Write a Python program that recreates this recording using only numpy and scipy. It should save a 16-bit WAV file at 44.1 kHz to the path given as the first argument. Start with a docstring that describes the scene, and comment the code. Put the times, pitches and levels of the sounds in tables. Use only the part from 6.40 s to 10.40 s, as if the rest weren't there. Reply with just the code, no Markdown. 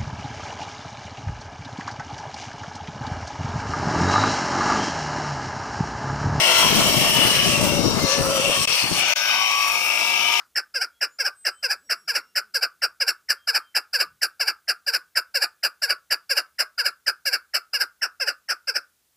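"""Outdoors, close by, an abrasive cut-off saw grinds through steel rods.
The wheel's grit scrapes the steel once a turn, the rods ring in one mode after another,
sparks tick, the wheel squeals and the geared motor whines. During the deep cut, air thrown off
the wheel buffets the left microphone port; the cut then eases to light skimming.
Twice the sound drops out briefly."""
import sys
import numpy as np
from scipy import signal
from scipy.fft import rfft, irfft, next_fast_len
from scipy.io import wavfile
from scipy.ndimage import uniform_filter1d, map_coordinates

SR = 44100
rng = np.random.default_rng(int(sys.argv[2]) if len(sys.argv) > 2 else 0)


def bounce(signal):
    """Save signal as a 16-bit WAV file at the path given by the first command-line argument."""
    frames = np.transpose(np.atleast_2d(signal))
    limited = np.clip(frames, -1, 1)
    pcm = np.round(limited * 32767).astype(np.int16)
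    wavfile.write(sys.argv[1], SR, pcm)


N = 176400


def amp(db):
    """Decibels to gain."""
    return 10 ** (np.asarray(db) / 20)


def unit(x):
    """Scale to rms 1; a pair is scaled by its mid signal."""
    return x / np.sqrt(np.mean(np.atleast_2d(x).mean(0) ** 2) + 1e-20)


def along(points, hz):
    """Interpolate (Hz, value) points on a log axis."""
    knots_hz, values = np.transpose(points)
    return np.interp(np.log(hz + 1), np.log(knots_hz + 1), values)


def curves(rows):
    """One value per sample for each column after the time."""
    times_s, *columns = np.transpose(rows)
    return [np.interp(np.arange(N) / SR, times_s, column) for column in columns]


def wobble(knots_per_s):
    """Smooth random curve."""
    knots = rng.standard_normal(int(N * knots_per_s / SR) + 4)
    return map_coordinates(knots, [np.arange(N) * knots_per_s / SR])


def filtered(x, response):
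    """Apply a frequency response."""
    size = next_fast_len(N + SR // 4)
    return irfft(rfft(x, size) * response(np.fft.rfftfreq(size, 1 / SR)), size)[..., :N]


def blend(a, b, share):
    """Equal-power mix with the given share of b."""
    share = np.clip(share, 0, 1)
    return np.sqrt(1 - share) * a + np.sqrt(share) * b


def panned(pair, pan_db):
    """Constant-power pan; pan_db is left minus right."""
    gains = amp(np.array([pan_db, -pan_db]) / 2).reshape(2, -1)
    return pair * gains / np.sqrt(np.mean(gains ** 2, 0))


LEFT_LEAD_S = .0001

def left_early(x):
    """Sound reaches the nearer, left port first."""
    return filtered(x, lambda hz: np.exp(1j * np.pi * LEFT_LEAD_S * np.outer([1, -1], hz)))


# Each row: frequency in Hz, left-right correlation.
PORT_CORRELATION = [(100, 0.75), (500, 0.84), (1200, 0.61), (2700, 0.26), (5000, 0.1), (12000, 0.13)]

def at_ports(pair):
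    """Make two unrelated signals partly alike, the left a little early."""
    def mid_side_gains(hz):
        angle = np.arccos(np.clip(along(PORT_CORRELATION, hz), -1, 1)) / 2
        return np.array([np.cos(angle), np.sin(angle)])

    mid, side = filtered(pair, mid_side_gains)
    return left_early(np.array([mid + side, mid - side]))


# Each row: time in seconds, wheel speed in turns per second.
WHEEL_SPEED = [(0, 49.9), (.25, 51.2), (1, 52), (1.75, 49.8), (2.2, 50.7), (2.78, 53.55), (3.25, 54.42),
               (3.55, 54.72), (4, 55.2)]

def wheel_turns():
    """Running count of the wheel's turns."""
    return np.cumsum(curves(WHEEL_SPEED)[0]) / SR


# Each row: time in seconds, share of the scraping that repeats from turn to turn.
REPEAT_SHARE = [(0, 0.6), (.26, 0.7), (.38, 0.1), (2.6, 0.05), (2.8, 0.4), (4, 0.47)]

def scraping(turns, wear_turns, grains_per_turn=800):
    """The rim's grit comes round each turn and slowly wears; fresh fracture noise joins it."""
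    grit = rng.standard_normal((2, 300, grains_per_turn))
    worn = signal.lfilter([1], [1, -np.exp(-1 / wear_turns)], grit, axis=1).reshape(2, -1)
    position = (turns + 40) * grains_per_turn  # 40 turns of run-in
    repeating = np.array([map_coordinates(rim, [position]) for rim in worn])
    fracture = rng.standard_normal((2, N))
    return at_ports(blend(unit(fracture), unit(repeating), curves(REPEAT_SHARE)[0]))


def wandering_contact(pair, patchy_db):
    """The contact point wanders, so narrow bands swell and fade at random."""
    spectrum = signal.stft(pair, nperseg=1024)[2]
    patches = rng.standard_normal(spectrum.shape[1:])
    for _ in range(2):
        patches = uniform_filter1d(patches, size=3, axis=0)
        patches = uniform_filter1d(patches, size=14, axis=1)
    spectrum *= amp(patchy_db * patches / patches.std())
    return unit(signal.istft(spectrum, nperseg=1024)[1][:, :N])


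def runout(turns, depth, spot_turns, focus=1.5):
    """Gain of a wheel slightly out of true: it presses harder once a turn, at its heavy spot."""
    pressure = np.exp(focus * (np.cos(2 * np.pi * (turns - spot_turns)) - 1))
    gain = amp(depth * curves(REPEAT_SHARE)[0] * (pressure - pressure.mean()))
    return gain / np.sqrt(uniform_filter1d(gain ** 2, size=SR // 8))


# Each row: time in seconds, share of light skimming against deep cutting.
SKIM_SHARE = [(0, 0), (2.55, 0.34), (2.8, 0.99), (4, 1)]
# Each row: frequency in Hz, relative gain in dB.
DEEP_SPECTRUM = [(150, -21.5), (350, -18), (470, -9), (610, 0), (760, -10), (890, -7), (1020, -6),
                 (1130, -6), (1230, -13), (1370, -8), (1500, -12), (1880, -15.5), (2150, -13),
                 (2420, -14.5), (2700, -4.5), (3150, -2.5), (3450, -7.5), (3850, -8.5), (4250, -6),
                 (4500, -14), (4750, -10.5), (5100, -12), (5450, -3), (5800, -6.5), (6080, -10.5),
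                 (6900, -10), (7700, -12), (8500, -8.5), (10200, -18), (12300, -30), (15400, -33.5)]
SKIM_SPECTRUM = [(60, -28), (150, -27), (250, -21), (380, -22), (460, -22), (580, -9.5), (700, -5.5),
                 (810, -6), (930, -2.5), (1050, -12), (1210, 2), (1500, -15.5), (1630, -17), (1820, -21.5),
                 (2250, 1.5), (2640, -0.5), (3100, -6), (3450, -5.5), (3750, -5.5), (4100, -17.5),
                 (4600, -8.5), (5000, -15), (5750, -10.5), (6200, -15.5), (7000, -12.5), (7600, -17),
                 (8500, -15.5), (9400, -19), (12000, -16), (15400, -27.5)]
# Five bands, low to high. Each row: time in seconds, relative level in dB, pan in dB.
ROAR_BAND = [(0.0, -30, 0.5), (0.72, -32, 2), (0.84, -31.5, 2.5), (1.44, -37, 2.5), (1.56, -32.5, 3),
             (1.62, -38, 1.9), (1.86, -35, -1), (1.92, -38, 0), (2.16, -36.5, 1), (2.22, -42, 2),
             (2.64, -38, 0), (3.36, -36.5, 1), (3.99, -35, 0.5)]
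RASP_BAND = [(0.0, -19.5, 12), (0.36, -24, 3.8), (0.84, -21.5, 7.1), (0.9, -27, 4), (0.96, -22, 4.5),
             (1.08, -24, 1.85), (1.32, -33, 4.3), (1.44, -39.5, 1.2), (1.63, -43, 3.3), (1.74, -28.5, 8.7),
             (1.83, -41.5, 4.8), (2.04, -27.5, 7), (2.16, -26.5, 7), (2.22, -31.5, 10), (2.28, -24.5, 7.3),
             (2.4, -25, 6.9), (2.52, -31, 7.5), (2.58, -25.5, 8.3), (2.82, -25, 12), (2.88, -24, 7.1),
             (3.36, -26.5, 7), (3.48, -26.5, 9.2), (3.99, -21.5, 14)]
SIZZLE_BAND = [(0.0, -24, 7.7), (0.66, -27, 3.4), (1.02, -25.5, 4.0), (1.38, -31, 6.7), (1.62, -34, 5),
               (1.72, -25, 9.2), (1.86, -36.5, 7.8), (2.1, -30.1, 4), (2.16, -28, 6.8), (2.4, -25.5, 10),
               (2.46, -34, 11), (2.52, -30, 7.5), (2.82, -29, 9.9), (3.24, -30, 10.5), (3.48, -33.5, 9.2),
               (3.72, -31, 9.3), (3.99, -31.5, 6.5)]
HISS_BAND = [(0.0, -32, -5.5), (0.84, -31.5, -3), (1.14, -33, -8), (1.44, -41, -11), (1.8, -38, -7),
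             (2.22, -33, -5), (2.46, -35.5, -7), (2.58, -32, -14), (2.7, -42, -4), (2.88, -46.5, -5),
             (3.36, -35.5, -3), (3.72, -40.5, -2), (3.99, -40, -4)]
FIZZ_BAND = [(0, -36, 10), (.3, -32, 4), (.6, -33, 3), (1.26, -38.5, 2), (1.4, -46, 2), (2.58, -42, 8),
             (2.66, -48, 10), (2.76, -39.5, 8), (3.06, -42, 5), (4, -41, 10)]

def grinding(turns, scrape):
    """Scraping coloured by wheel, guard and steel; the contact pressure chatters."""
    def jolts():
        return wobble(70) + 1.05 * wobble(21.94) + 0.29 * wobble(260)

    skim, = curves(SKIM_SHARE)
    shared_jolts = jolts()

    def band(rows, press, lo_hz, hi_hz, gain_db, chatter_db):
        def coloured(spectrum):
            edges = lambda hz: 1 / np.sqrt((1 + (lo_hz / (hz + 1)) ** 20) * (1 + (hz / hi_hz) ** 20))
            return unit(filtered(scrape, lambda hz: edges(hz) * amp(along(spectrum, hz))))

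        level_db, pan_db = curves(rows)
        cut = blend(coloured(DEEP_SPECTRUM), coloured(SKIM_SPECTRUM), skim)
        chatter = unit(amp(chatter_db * blend(jolts(), shared_jolts, share=0.37)))
        return panned(cut, pan_db) * amp(level_db + gain_db) * chatter * press

    low_press = runout(turns, depth=4, spot_turns=0.62)
    high_press = runout(turns, depth=0.5, spot_turns=0.42)
    return (band(ROAR_BAND, low_press, lo_hz=74, hi_hz=1890, gain_db=3, chatter_db=1.2)
            + band(RASP_BAND, high_press, lo_hz=1770, hi_hz=3196, gain_db=-3.5, chatter_db=0.53)
            + band(SIZZLE_BAND, high_press, lo_hz=4030, hi_hz=6360, gain_db=-3, chatter_db=0.85)
            + band(HISS_BAND, high_press, lo_hz=7760, hi_hz=10200, gain_db=-3, chatter_db=1.24)
            + band(FIZZ_BAND, high_press, lo_hz=12540, hi_hz=19400, gain_db=-0.5, chatter_db=1.5))


# Each row: start in seconds, end in seconds, pitch in Hz, width in Hz, relative level in dB.
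ROD_MODES = [(0, .3, 2930, 70, -30), (0, .3, 3180, 50, -31), (0, .2, 2720, 60, -31),
             (0, .25, 4270, 45, -36), (.68, 1.1, 2930, 60, -26.5), (.95, 1.27, 1135, 35, -37),
             (1.05, 1.38, 2740, 50, -32), (1.12, 1.45, 570, 50, -31), (1.28, 1.46, 2190, 50, -41),
             (1.35, 1.78, 3780, 90, -42), (1.38, 2.05, 4730, 100, -42), (1.6, 1.8, 4190, 35, -35.5),
             (1.57, 1.82, 2090, 45, -40), (1.65, 2.16, 553, 52, -28), (1.65, 1.82, 1148, 25, -34.5),
             (1.67, 1.78, 2720, 70, -34), (1.68, 1.85, 1745, 35, -38), (1.82, 2.05, 1330, 70, -39),
             (1.9, 2.42, 3110, 70, -35), (1.99, 2.19, 2730, 50, -31), (2.1, 2.3, 1110, 30, -37),
             (2.3, 2.56, 4350, 90, -37), (2.64, 3.02, 1506, 34, -36), (2.72, 3, 1607, 28, -37.5),
             (2.85, 3.65, 2520, 110, -31), (2.85, 3.15, 3030, 40, -33), (2.96, 3.32, 1138, 26, -28.5),
             (3.42, 3.85, 2690, 70, -29.5), (3.76, 4.1, 2990, 130, -29)]
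# Low modes lock into a tone, high ones stay rough. Each row: pitch in Hz, share of pure tone.
MODE_PURITY = [(1600, .84), (2700, .25)]
# High modes radiate more to the left. Each row: pitch in Hz, pan in dB.
MODE_PAN = [(1400, 2.5), (2700, 12.5)]

def ringing_rods(turns, scrape, hold_s=0.015, fade_s=0.13, flutter_db=2.5, gain_db=1):
    """Friction drives mode after mode to a steady ring that pulses once and flutters twice a turn."""
    t, out = np.arange(N) / SR, np.zeros((2, N))
    drive = scrape * runout(turns, depth=6, spot_turns=0.41)
    flutter = amp(flutter_db * np.cos(2 * np.pi * 2 * turns))
    pulsing = runout(turns, depth=6, spot_turns=0.58) * flutter
    for start_s, end_s, hz, width_hz, level_db in ROD_MODES:
        gate = np.clip(np.minimum(t - start_s, end_s - t) / fade_s + .5, 0, 1)
        rough = signal.lfilter(*signal.iirpeak(hz, hz / width_hz, SR), drive)
        rough = signal.lfilter(*signal.iirpeak(hz, hz / (width_hz * 4), SR), rough)
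        power = uniform_filter1d(np.mean(rough ** 2, 0), size=int(hold_s * SR))
        steady = rough / np.sqrt(np.abs(power) + 1e-12)
        phase = 2 * np.pi * np.cumsum(hz + 0.3008 * width_hz * wobble(40)) / SR
        tone = np.sqrt(2) * np.sin(phase + np.pi * hz * LEFT_LEAD_S * np.array([[1], [-1]]))
        ring = blend(steady, tone, along(MODE_PURITY, hz)) * pulsing
        out += unit(panned(ring, along(MODE_PAN, hz))) * gate * amp(level_db + gain_db)
    return out


def sparks(level_db, per_s=110, decay_s=.0012, spread_db=2):
    """Hot chips burst off the cut in tiny bright ticks; their level follows the hiss band."""
    onsets = rng.random(N) < per_s / SR
    bursts = onsets * amp(spread_db * np.clip(rng.standard_normal(N), -2, 2))
    envelope = signal.lfilter([1], [1, -np.exp(-1 / (decay_s * SR))], bursts)
    ticks = envelope * rng.standard_normal((2, N))
    bright = signal.sosfilt(signal.butter(2, 7500, 'high', fs=SR, output='sos'), ticks)
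    hiss_db = curves(HISS_BAND)[0]
    return unit(bright) * amp(level_db + hiss_db - hiss_db[0])


# Each row: time in seconds, upper mode's pitch in Hz, relative levels of upper and lower mode in dB.
SQUEAL_MODES = [(0, 5720, -35, -39), (.4, 5700, -48, -48), (1.3, 5680, -42, -42), (1.5, 5560, -29, -46),
                (1.61, 5560, -43, -52), (1.68, 5690, -29.5, -50), (1.8, 5750, -36, -54),
                (1.97, 5840, -34, -52), (2.2, 5850, -46, -46), (2.65, 5750, -42, -48),
                (2.82, 5690, -31, -34), (3.08, 5650, -33, -39), (3.25, 5590, -30.5, -39),
                (3.5, 5600, -39, -35), (4, 5740, -39, -33)]

def squealing_wheel(turns, lower_order=97.4, scatter_hz=26, pan_db=10, gain_db=-0.5):
    """The wheel's flank rubs the cut and chirps once a turn; the lower pitch follows the speed."""
    def mode(hz, level_db, pulse):
        phase = 2 * np.pi * np.cumsum(hz + scatter_hz * wobble(250)) / SR
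        ports = np.sin(phase + np.array([wobble(30), wobble(30)]))
        return unit(panned(ports, pan_db)) * pulse * amp(level_db + gain_db)

    upper_hz, upper_db, lower_db = curves(SQUEAL_MODES)
    lower_hz = lower_order * curves(WHEEL_SPEED)[0]
    return (mode(upper_hz, upper_db, runout(turns, depth=24, spot_turns=.62, focus=.7))
            + mode(lower_hz, lower_db, runout(turns, depth=38, spot_turns=.45, focus=.7)))


# Multiples of the wheel speed; the motor turns six times per wheel turn.
WHINE_ORDERS = [7, 13, 16, 17, 18, 22, 30, 42, 48]
# Each row: one order's relative level in dB when cutting deep, and when skimming.
ORDER_LEVELS = [(-43, -52), (-42, -41), (-52, -43), (-52, -39.5), (-38, -55), (-39, -38.5), (-58, -43.5),
                (-50, -29), (-56, -37)]
# Each row: time in seconds, gain in dB.
WHINE_GAIN = [(0, 1.5), (.25, 1), (.4, -11), (2.6, -12), (2.8, -7), (3.3, -4), (3.6, 0), (4, 1)]

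def motor_whine(turns, jitter_turns=0.0011, flutter_db=0.5, pan_db=5):
    """Tones of wheel, gears and motor fan, locked to the wheel's turning."""
    angle = 2 * np.pi * (turns + jitter_turns * wobble(25))
    skim, = curves(SKIM_SHARE)
    tones = np.zeros(N)
    for order, (deep_db, skim_db) in zip(WHINE_ORDERS, ORDER_LEVELS):
        level_db = deep_db + (skim_db - deep_db) * skim - flutter_db * wobble(26)
        tones += amp(level_db) * np.sin(order * angle + rng.uniform(0, 2 * np.pi))
    return np.sqrt(2) * panned(left_early(tones), pan_db) * amp(curves(WHINE_GAIN)[0])


# Each row: time in seconds, level in dB.
BUFFET_LEVEL = [(0, -69), (.22, -42), (.26, -29), (.38, -23), (.44, -33), (.57, -25), (.7, -32.5),
                (.86, -28), (.93, -31.5), (1.29, -24.5), (1.65, -26), (1.7, -48), (1.8, -25.5), (2.04, -37),
                (2.1, -25), (2.15, -52), (2.19, -26.5), (2.28, -45), (2.34, -40), (2.39, -76), (2.44, -28),
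                (2.48, -43), (2.51, -29.5), (2.63, -46.5), (2.77, -61), (4, -70)]
# Each row: frequency in Hz, relative gain in dB.
BUFFET_SPECTRUM = [(20, -14), (45, -11), (90, -4.5), (150, 1), (300, -2.5), (500, -8), (800, -21),
                   (1500, -66), (4000, -68)]

def buffeting_air(lump_db=3, gust_db=1, pan_db=17):
    """Eddies from the wheel thump on the ports, mostly the left one."""
    eddies = rng.standard_normal((2, N))
    eddies *= amp(lump_db * np.array([wobble(130), wobble(130)]) - gust_db * wobble(23.74))
    thumps = filtered(eddies, lambda hz: amp(along(BUFFET_SPECTRUM, hz)))
    return unit(panned(thumps, pan_db)) * amp(curves(BUFFET_LEVEL)[0])


def scene():
    """One wheel speed drives the grinding, the ringing, the squeal and the whine."""
    turns = wheel_turns()
    scrape = wandering_contact(scraping(turns, wear_turns=8.2), patchy_db=2.5)
    return (grinding(turns, scrape) + ringing_rods(turns, scraping(turns, wear_turns=5.4))
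            + sparks(level_db=-40) + squealing_wheel(turns) + motor_whine(turns) + buffeting_air())


# Each row: start in seconds, end in seconds, recovery in seconds, depth in dB.
LEVEL_DIPS = [(2.2545, 2.2738, .0006, -23), (2.736, 2.751, .009, -33)]

def record(dry, fall_s=.0035, top_hz=15600):
    """Two brief dropouts, then the band limit."""
    t, dip_db = np.arange(N) / SR, np.zeros(N)
    for start_s, end_s, recovery_s, depth_db in LEVEL_DIPS:
        ramps = np.minimum((t - start_s) / fall_s, 1 - (t - end_s) / recovery_s)
        dip_db += depth_db * np.clip(ramps, 0, 1)
    return filtered(dry * amp(dip_db), lambda hz: hz < top_hz)


dry = scene()
out = record(dry)
bounce(out)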